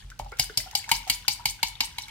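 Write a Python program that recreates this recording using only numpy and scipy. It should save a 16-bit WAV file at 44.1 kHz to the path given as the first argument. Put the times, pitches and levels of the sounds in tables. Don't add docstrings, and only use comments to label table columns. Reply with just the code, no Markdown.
import sys
import numpy as np
from scipy import signal
from scipy.fft import rfft, irfft
from scipy.io import wavfile
from scipy.ndimage import uniform_filter1d

SR = 44100
rng = np.random.default_rng(int(sys.argv[2]) if len(sys.argv) > 2 else 0)


def unload_wav(signal):
    wavfile.write(
        sys.argv[1],
        SR,
        np.round(np.clip(np.atleast_2d(signal).T, -1, 1) * 32767).astype(np.int16),
    )


N = 92610

# freq_hz, gain_db
HUM_SPECTRUM = [(20, -34), (45, -1.5), (65, -4), (120, -6), (190, -17), (330, -27), (1000, -34.5),
                (4000, -33.5), (16000, -50.5)]
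FROTH_SPECTRUM = [(350, -11), (600, -26), (850, 9), (1200, -1.5), (1600, 3), (3000, 7), (6000, 0),
                  (10000, -7.5), (16000, -22)]
SMACK_SPECTRUM = [(400, -36.5), (1500, -7), (4000, -9.5), (7000, -8), (11000, -18.5), (16000, -20)]
CLACK_SPECTRUM = [(250, -17), (330, -26), (480, -32.5), (620, -34.5), (760, -8), (950, -4), (1200, -19),
                  (1800, -15), (2200, -4), (2550, -5.5), (2900, 3), (3500, -7.5), (4100, 2), (4700, 10),
                  (5300, 1.5), (5900, -12.5), (6450, -5), (7000, -10), (8800, -7.5), (10300, -14),
                  (11900, -8.5), (15500, -20)]
THUD_SPECTRUM = [(40, -18), (130, 1), (200, -22.5), (260, -5), (340, -24.5), (1000, -79.5)]
SWISH_SPECTRUM = [(500, -40), (1500, -58), (2500, -4.5), (4500, 8.5), (9000, 1), (13000, -10), (16000, -53)]
SPRAY_SPECTRUM = [(1000, -37), (5000, -8.5), (8000, 6.5), (11000, -3), (15000, -7)]
# time_s, gain_db
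FROTH_ENVELOPE = [(0, 9), (.08, -3.5), (.15, -9), (.3, -4), (.45, 5), (1.101, 8), (1.6, 3), (2.1, 8)]
# start_s, push_db
ROCKS = [(.028, -41), (.2, -38.5), (0.398, -42.5), (0.577, -50), (0.92, -42.5), (1.098, -46),
         (1.281, -49.5), (1.455, -47.5), (1.634, -49.5), (1.81, -54)]
# pitch_hz, gain_db, t60_s
SWAY_MODES = [(45.1, 3.5, 0.35), (80.2, -2.5, 0.23), (131.5, -6, 0.24)]
# start_s, level_db, t60_s
SMACKS = [(.101, -47.5, 0.042), (0.246, -55, 0.018), (0.191, -40, 0.071), (0.318, -49.5, 0.027),
          (0.37, -50, 0.057), (0.387, -36, 0.13), (0.712, -44, 0.021), (0.841, -47, .025),
          (.891, -30.5, 0.1), (1.076, -36.5, 0.14), (2.082, -46, 0.061)]
# start_s, pitch_hz, level_db, t60_s
SQUELCHES = [(.116, 1506, -44.5, 0.038), (.198, 570, -42, 0.089), (.211, 880, -46, 0.055),
             (.261, 810, -41.5, 0.027), (.321, 453, -43.5, 0.067), (.322, 880, -43.5, 0.019),
             (0.321, 1365, -39.5, 0.094), (.324, 2140, -44.5, 0.057), (.436, 1535, -48, 0.019),
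             (.496, 1495, -41, 0.025), (.498, 409, -43, 0.052), (.499, 2020, -55, 0.036),
             (.575, 585, -45, 0.13), (.601, 1980, -39.5, 0.014), (.660, 749, -41.5, 0.094),
             (.670, 1390, -49.5, 0.039), (.731, 817, -45, .05), (.841, 2170, -40, 0.026),
             (.878, 887, -39.5, 0.091), (.892, 1570, -37.5, 0.013), (.968, 945, -65, 0.059),
             (1.017, 2290, -46, 0.025), (1.070, 748, -36.5, 0.052), (1.249, 1470, -50, 0.019),
             (1.392, 917, -39.5, 0.12), (1.403, 1350, -52, 0.035), (1.589, 1510, -49, 0.061),
             (1.753, 3590, -43.5, 0.018), (1.828, 883, -38, 0.071), (2.019, 5570, -39.5, 0.01),
             (2.034, 3970, -41, 0.024), (2.081, 865, -50, 0.12), (2.081, 2217, -43, .06)]
# start_s, clack_low_db, clack_mid_db, clack_top_db, clink_hz,
# plop_hz, plop_db, plop_t60_s, swish_db, swish_peak_s, thump_db
STROKES = [(0.197, -46.5, -50.5, -50, 4580, 825, -31.5, 0.012, -62.5, 0.084, -42),
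           (.3950, -25.5, -19.5, -22, 5054, 738, -34, 0.033, -34.5, 0.029, -34),
           (0.5732, -32.5, -21, -23, 5350, 862, -44, 0.02, -37, 0.02, -38.5),
           (0.751, -29, -21.5, -27, 4586, 784, -32, 0.044, -33.5, 0.015, -53),
           (0.9143, -19.5, -22.5, -21, 4780, 885, -20.5, 0.063, -33.5, 0.039, -38),
           (1.0977, -21, -19, -21, 4445, 844, -37, 0.026, -34.5, 0.038, -42.5),
           (1.2799, -24, -20, -24.5, 4693, 790, -34, 0.036, -31.5, 0.036, -42.5),
           (1.4549, -24.5, -23.5, -24, 4540, 846, -32.5, .035, -33, 0.034, -38.5),
           (1.6288, -22, -23, -26.5, 4650, 876.5, -30, 0.063, -37, 0.04, -43),
           (1.8048, -22.5, -23, -29, 5060, 814, -36.5, 0.038, -36, .033, -44),
           (1.9826, -32, -35.5, -37, 3960, 921, -38.5, 0.034, -47, 0.028, -47)]
# delay_s, gain_db
TINES = [(0, 1), (.0008, 12), (.0017, 3.5), (.0027, 4.5), (.0038, -1)]
# pitch_hz, gain_db, t60_s
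PAN_MODES = [(910, 18, 0.26), (975, 13, 0.78), (1850, -20, 0.23), (2190, -15, .25), (2333, 34, 0.14),
             (2750, -6, 0.22), (2812, -15, .25), (3000, 29, 0.39), (3430, 24, 0.37), (3900, 4.5, 0.096),
             (4300, -23, 0.18), (4500, -24, .2), (4500, -5, .22), (4750, -6, .2), (5600, 10, 0.19),
             (6421, 7, .25), (11896, 3, .12)]
# freq_hz, t60_s
KITCHEN_DECAY = [(100, 0.9), (800, 0.33), (2500, 0.34), (5000, 0.27), (9000, 0.24), (15000, 0.31)]

T = np.arange(SR // 2) / SR


def amp(db):
    return 10 ** (np.asarray(db) / 20)


def unit_rms(x):
    return x / np.sqrt(np.mean(x ** 2) + 1e-20)


def burst(x):
    return x / np.sqrt(np.mean(np.sum(x ** 2, -1)) / (SR / 100) + 1e-20)


def fade(t60_s, t=T):
    return np.exp(-np.log(1000) * t / t60_s)


def lookup(table, hz):
    freq_hz, value = np.transpose(table)
    return np.interp(np.log(hz + 1), np.log(freq_hz), value)


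def add(mix, start_s, sound):
    part = mix[:, round(start_s * SR):][:, :sound.shape[-1]]
    part += sound[..., :part.shape[1]]


def colour(x, spectrum):
    log_gain = np.log(amp(lookup(spectrum, abs(np.fft.fftfreq(4096, 1 / SR)))))
    taps = np.fft.ifft(np.exp(np.conj(signal.hilbert(log_gain)))).real
    return signal.fftconvolve(x, taps[None], axes=1)[:, :x.shape[1]]


def stereo_noise(samples=len(T)):
    noise = rng.standard_normal((3, samples))
    return 0.6 * noise[0] + 0.8 * noise[1:]


def jitter(smooth_samples):
    return unit_rms(uniform_filter1d(rng.standard_normal(len(T)), smooth_samples))


def resonate(x, hz, width_hz):
    carrier = np.exp(2j * np.pi * np.cumsum(hz) / SR)
    pole = np.exp(-np.pi * width_hz / SR)
    return 2 * (carrier * signal.lfilter([1 - pole], [1, -pole], x / carrier)).real


def hum(level_db=-54):
    noise = rng.standard_normal(N) + 0.33 * rng.standard_normal((2, N))
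    return amp(level_db) * unit_rms(colour(noise, HUM_SPECTRUM))


def froth(base_db=-57.5, spread_db=2.2, pops_per_cycle=0.0275, t60_cycles=20):
    out, t = np.zeros((2, N)), T[:4000]
    for hz in np.geomspace(400, 15000, 40):
        strength = amp(spread_db * np.minimum(rng.exponential(1, N), 4))
        onsets = rng.random(N) < pops_per_cycle * hz / SR
        pop = np.sin(2 * np.pi * hz * t) * np.sqrt(t * hz) * fade(t60_cycles / hz, t)
        kicks = strength * onsets * stereo_noise(N)
        out += np.sqrt(hz) * signal.oaconvolve(kicks, pop[None], axes=1)[:, :N]
    envelope_db = np.interp(np.arange(N) / SR, *np.transpose(FROTH_ENVELOPE))
    return amp(base_db + envelope_db) * unit_rms(colour(out, FROTH_SPECTRUM))


def rock(push_db, swell_s=0.04):
    sway = sum(amp(db) * np.sin(2 * np.pi * hz * T) * fade(t60_s) for hz, db, t60_s in SWAY_MODES)
    return 2.9 * amp(push_db) * sway * (1 - np.exp(-T / swell_s))


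def smack(level_db, t60_s):
    return amp(level_db) * burst(colour(stereo_noise() * fade(t60_s), SMACK_SPECTRUM))


def squelch(hz, level_db, t60_s, rise_per_s=1.8, roughness=0.48, attack_s=0.0024):
    glide_hz = hz * (1 + rise_per_s * T)
    width_hz = 0.18 * hz
    envelope = (1 - np.exp(-T / attack_s)) * fade(t60_s)
    ragged = resonate(resonate(stereo_noise(), glide_hz, width_hz), glide_hz, 2 * width_hz)
    clean = np.sin(2 * np.pi * np.cumsum(glide_hz) / SR)
    bubble = (1 - roughness) * burst(clean * envelope) + roughness * burst(ragged * envelope)
    return amp(level_db) * burst(bubble)


def steel_mode(hz, t60_s, attack_s=0.002):
    phase = 2 * np.pi * rng.random() + 0.52 * rng.standard_normal((2, 1))
    return burst(np.sin(2 * np.pi * hz * T + phase) * np.minimum(T / attack_s, 1) * fade(t60_s))


def clack(low_db, mid_db, top_db, clink_hz, scatter_db=3):
    hits = np.zeros((2, len(T)))
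    envelope = fade(t60_s=0.021) + amp(-7) * fade(t60_s=0.08)
    for delay_s, db in TINES:
        add(hits, delay_s, amp(db) * stereo_noise() * envelope)
    hits = colour(hits, CLACK_SPECTRUM)
    impact = 0
    for band_hz, db in (([200, 3500], low_db), ([3500, 6500], mid_db), ([6500, 18000], top_db)):
        bandpass = signal.butter(4, band_hz, "band", fs=SR, output="sos")
        impact += amp(db) * burst(signal.sosfilt(bandpass, hits))
    ring = sum(amp(db + scatter_db * rng.standard_normal()) * np.sqrt(t60_s) * steel_mode(hz, t60_s)
               for hz, db, t60_s in PAN_MODES)
    knock = amp(low_db - 5.5) * steel_mode(hz=2227, t60_s=0.028)
    clink = amp(mid_db - 3) * steel_mode(clink_hz, t60_s=0.04)
    return impact + knock + clink + amp((low_db + mid_db) / 2 - 15.5) * burst(ring)


def plop(hz, level_db, t60_s, rise_per_s=4, attack_s=0.002):
    cycles = np.cumsum(hz * (1 + rise_per_s * T)) / SR
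    envelope = (1 - np.exp(-T / attack_s)) * fade(t60_s)
    return amp(level_db) * burst(np.sin(2 * np.pi * cycles) * envelope)


def thump(gain_db, pitch_hz=117.4):
    tone = np.sin(2 * np.pi * pitch_hz * T) * fade(t60_s=0.066)
    thud = colour(rng.standard_normal((1, len(T))) * fade(t60_s=0.048), THUD_SPECTRUM)
    return amp(gain_db) * (burst(tone) + amp(-3) * burst(thud))


def swish(gain_db, peak_s):
    floor_hz, at_peak_hz, ceiling_hz, bend_s = 4100, 5300, 9300, 0.014
    grain_db, wander, width_hz, whistle_share = 3.2, 0.09, 1500, 0.54
    attack_s, spread_s, spray_lag_s, spray_spread_s = 0.0056, 0.014, 0.014, 0.0072
    rub = stereo_noise() * amp(grain_db * jitter(60))
    sweep_hz = floor_hz + (at_peak_hz - floor_hz) * np.exp((T - peak_s) / bend_s)
    sweep_hz = np.minimum(sweep_hz, ceiling_hz) * (1 + wander * jitter(200))
    whistle = unit_rms(resonate(resonate(rub, sweep_hz, width_hz), sweep_hz, width_hz))
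    hiss = unit_rms(colour(rub, SWISH_SPECTRUM))
    slide = unit_rms(whistle_share * whistle + (1 - whistle_share) * hiss)
    slide *= np.minimum(T / attack_s, 1) / np.cosh((T - peak_s) / spread_s)
    spray = unit_rms(colour(rub, SPRAY_SPECTRUM))
    spray /= np.cosh(np.minimum(abs(T - peak_s - spray_lag_s) / spray_spread_s, 20))
    return amp(gain_db) * (slide + amp(-0.5) * spray)


def kitchen(x, gain_db=-9.5, predelay_s=0.003, attack_s=0.0027, low_cut_hz=250):
    hz, t, noise = signal.stft(rng.standard_normal((2, len(T))), SR, nperseg=256)
    decay = fade(lookup(KITCHEN_DECAY, hz)[:, None], t)
    tail = signal.istft(noise * decay, SR, nperseg=256)[1][:, :len(T)]
    tail *= np.clip((T - predelay_s) / attack_s, 0, 1)
    highpass = signal.butter(2, low_cut_hz, "high", fs=SR, output="sos")
    tail = signal.sosfilt(highpass, tail / np.linalg.norm(tail[0]))
    return amp(gain_db) * signal.fftconvolve(x, tail, axes=1)[:, :N]


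def scene():
    right_lag_s, tilt_db = 76e-6, 1.03
    pan = froth()
    for (start_s, low_db, mid_db, top_db, clink_hz,
         plop_hz, plop_db, plop_t60_s, swish_db, swish_peak_s, thump_db) in STROKES:
        add(pan, start_s, clack(low_db, mid_db, top_db, clink_hz))
        add(pan, start_s, plop(plop_hz, plop_db, plop_t60_s))
        add(pan, start_s, swish(swish_db, swish_peak_s))
        add(pan, start_s, thump(thump_db))
    for start_s, pitch_hz, level_db, t60_s in SQUELCHES:
        add(pan, start_s, squelch(pitch_hz, level_db, t60_s))
    for start_s, level_db, t60_s in SMACKS:
        add(pan, start_s, smack(level_db, t60_s))
    delay = np.exp(-2j * np.pi * np.fft.rfftfreq(N, 1 / SR) * right_lag_s)
    pan[1] = irfft(rfft(pan[1]) * delay, N)
    out = hum() + (pan + kitchen(pan)) * amp([[tilt_db], [-tilt_db]])
    for start_s, push_db in ROCKS:
        add(out, start_s, rock(push_db))
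    return out


def record(dry):
    cutoff_hz = 15900
    taps = signal.firwin(301, cutoff_hz, window=("kaiser", 8), fs=SR)
    return signal.oaconvolve(dry, taps[None], "same")


dry = scene()
out = record(dry)
unload_wav(out)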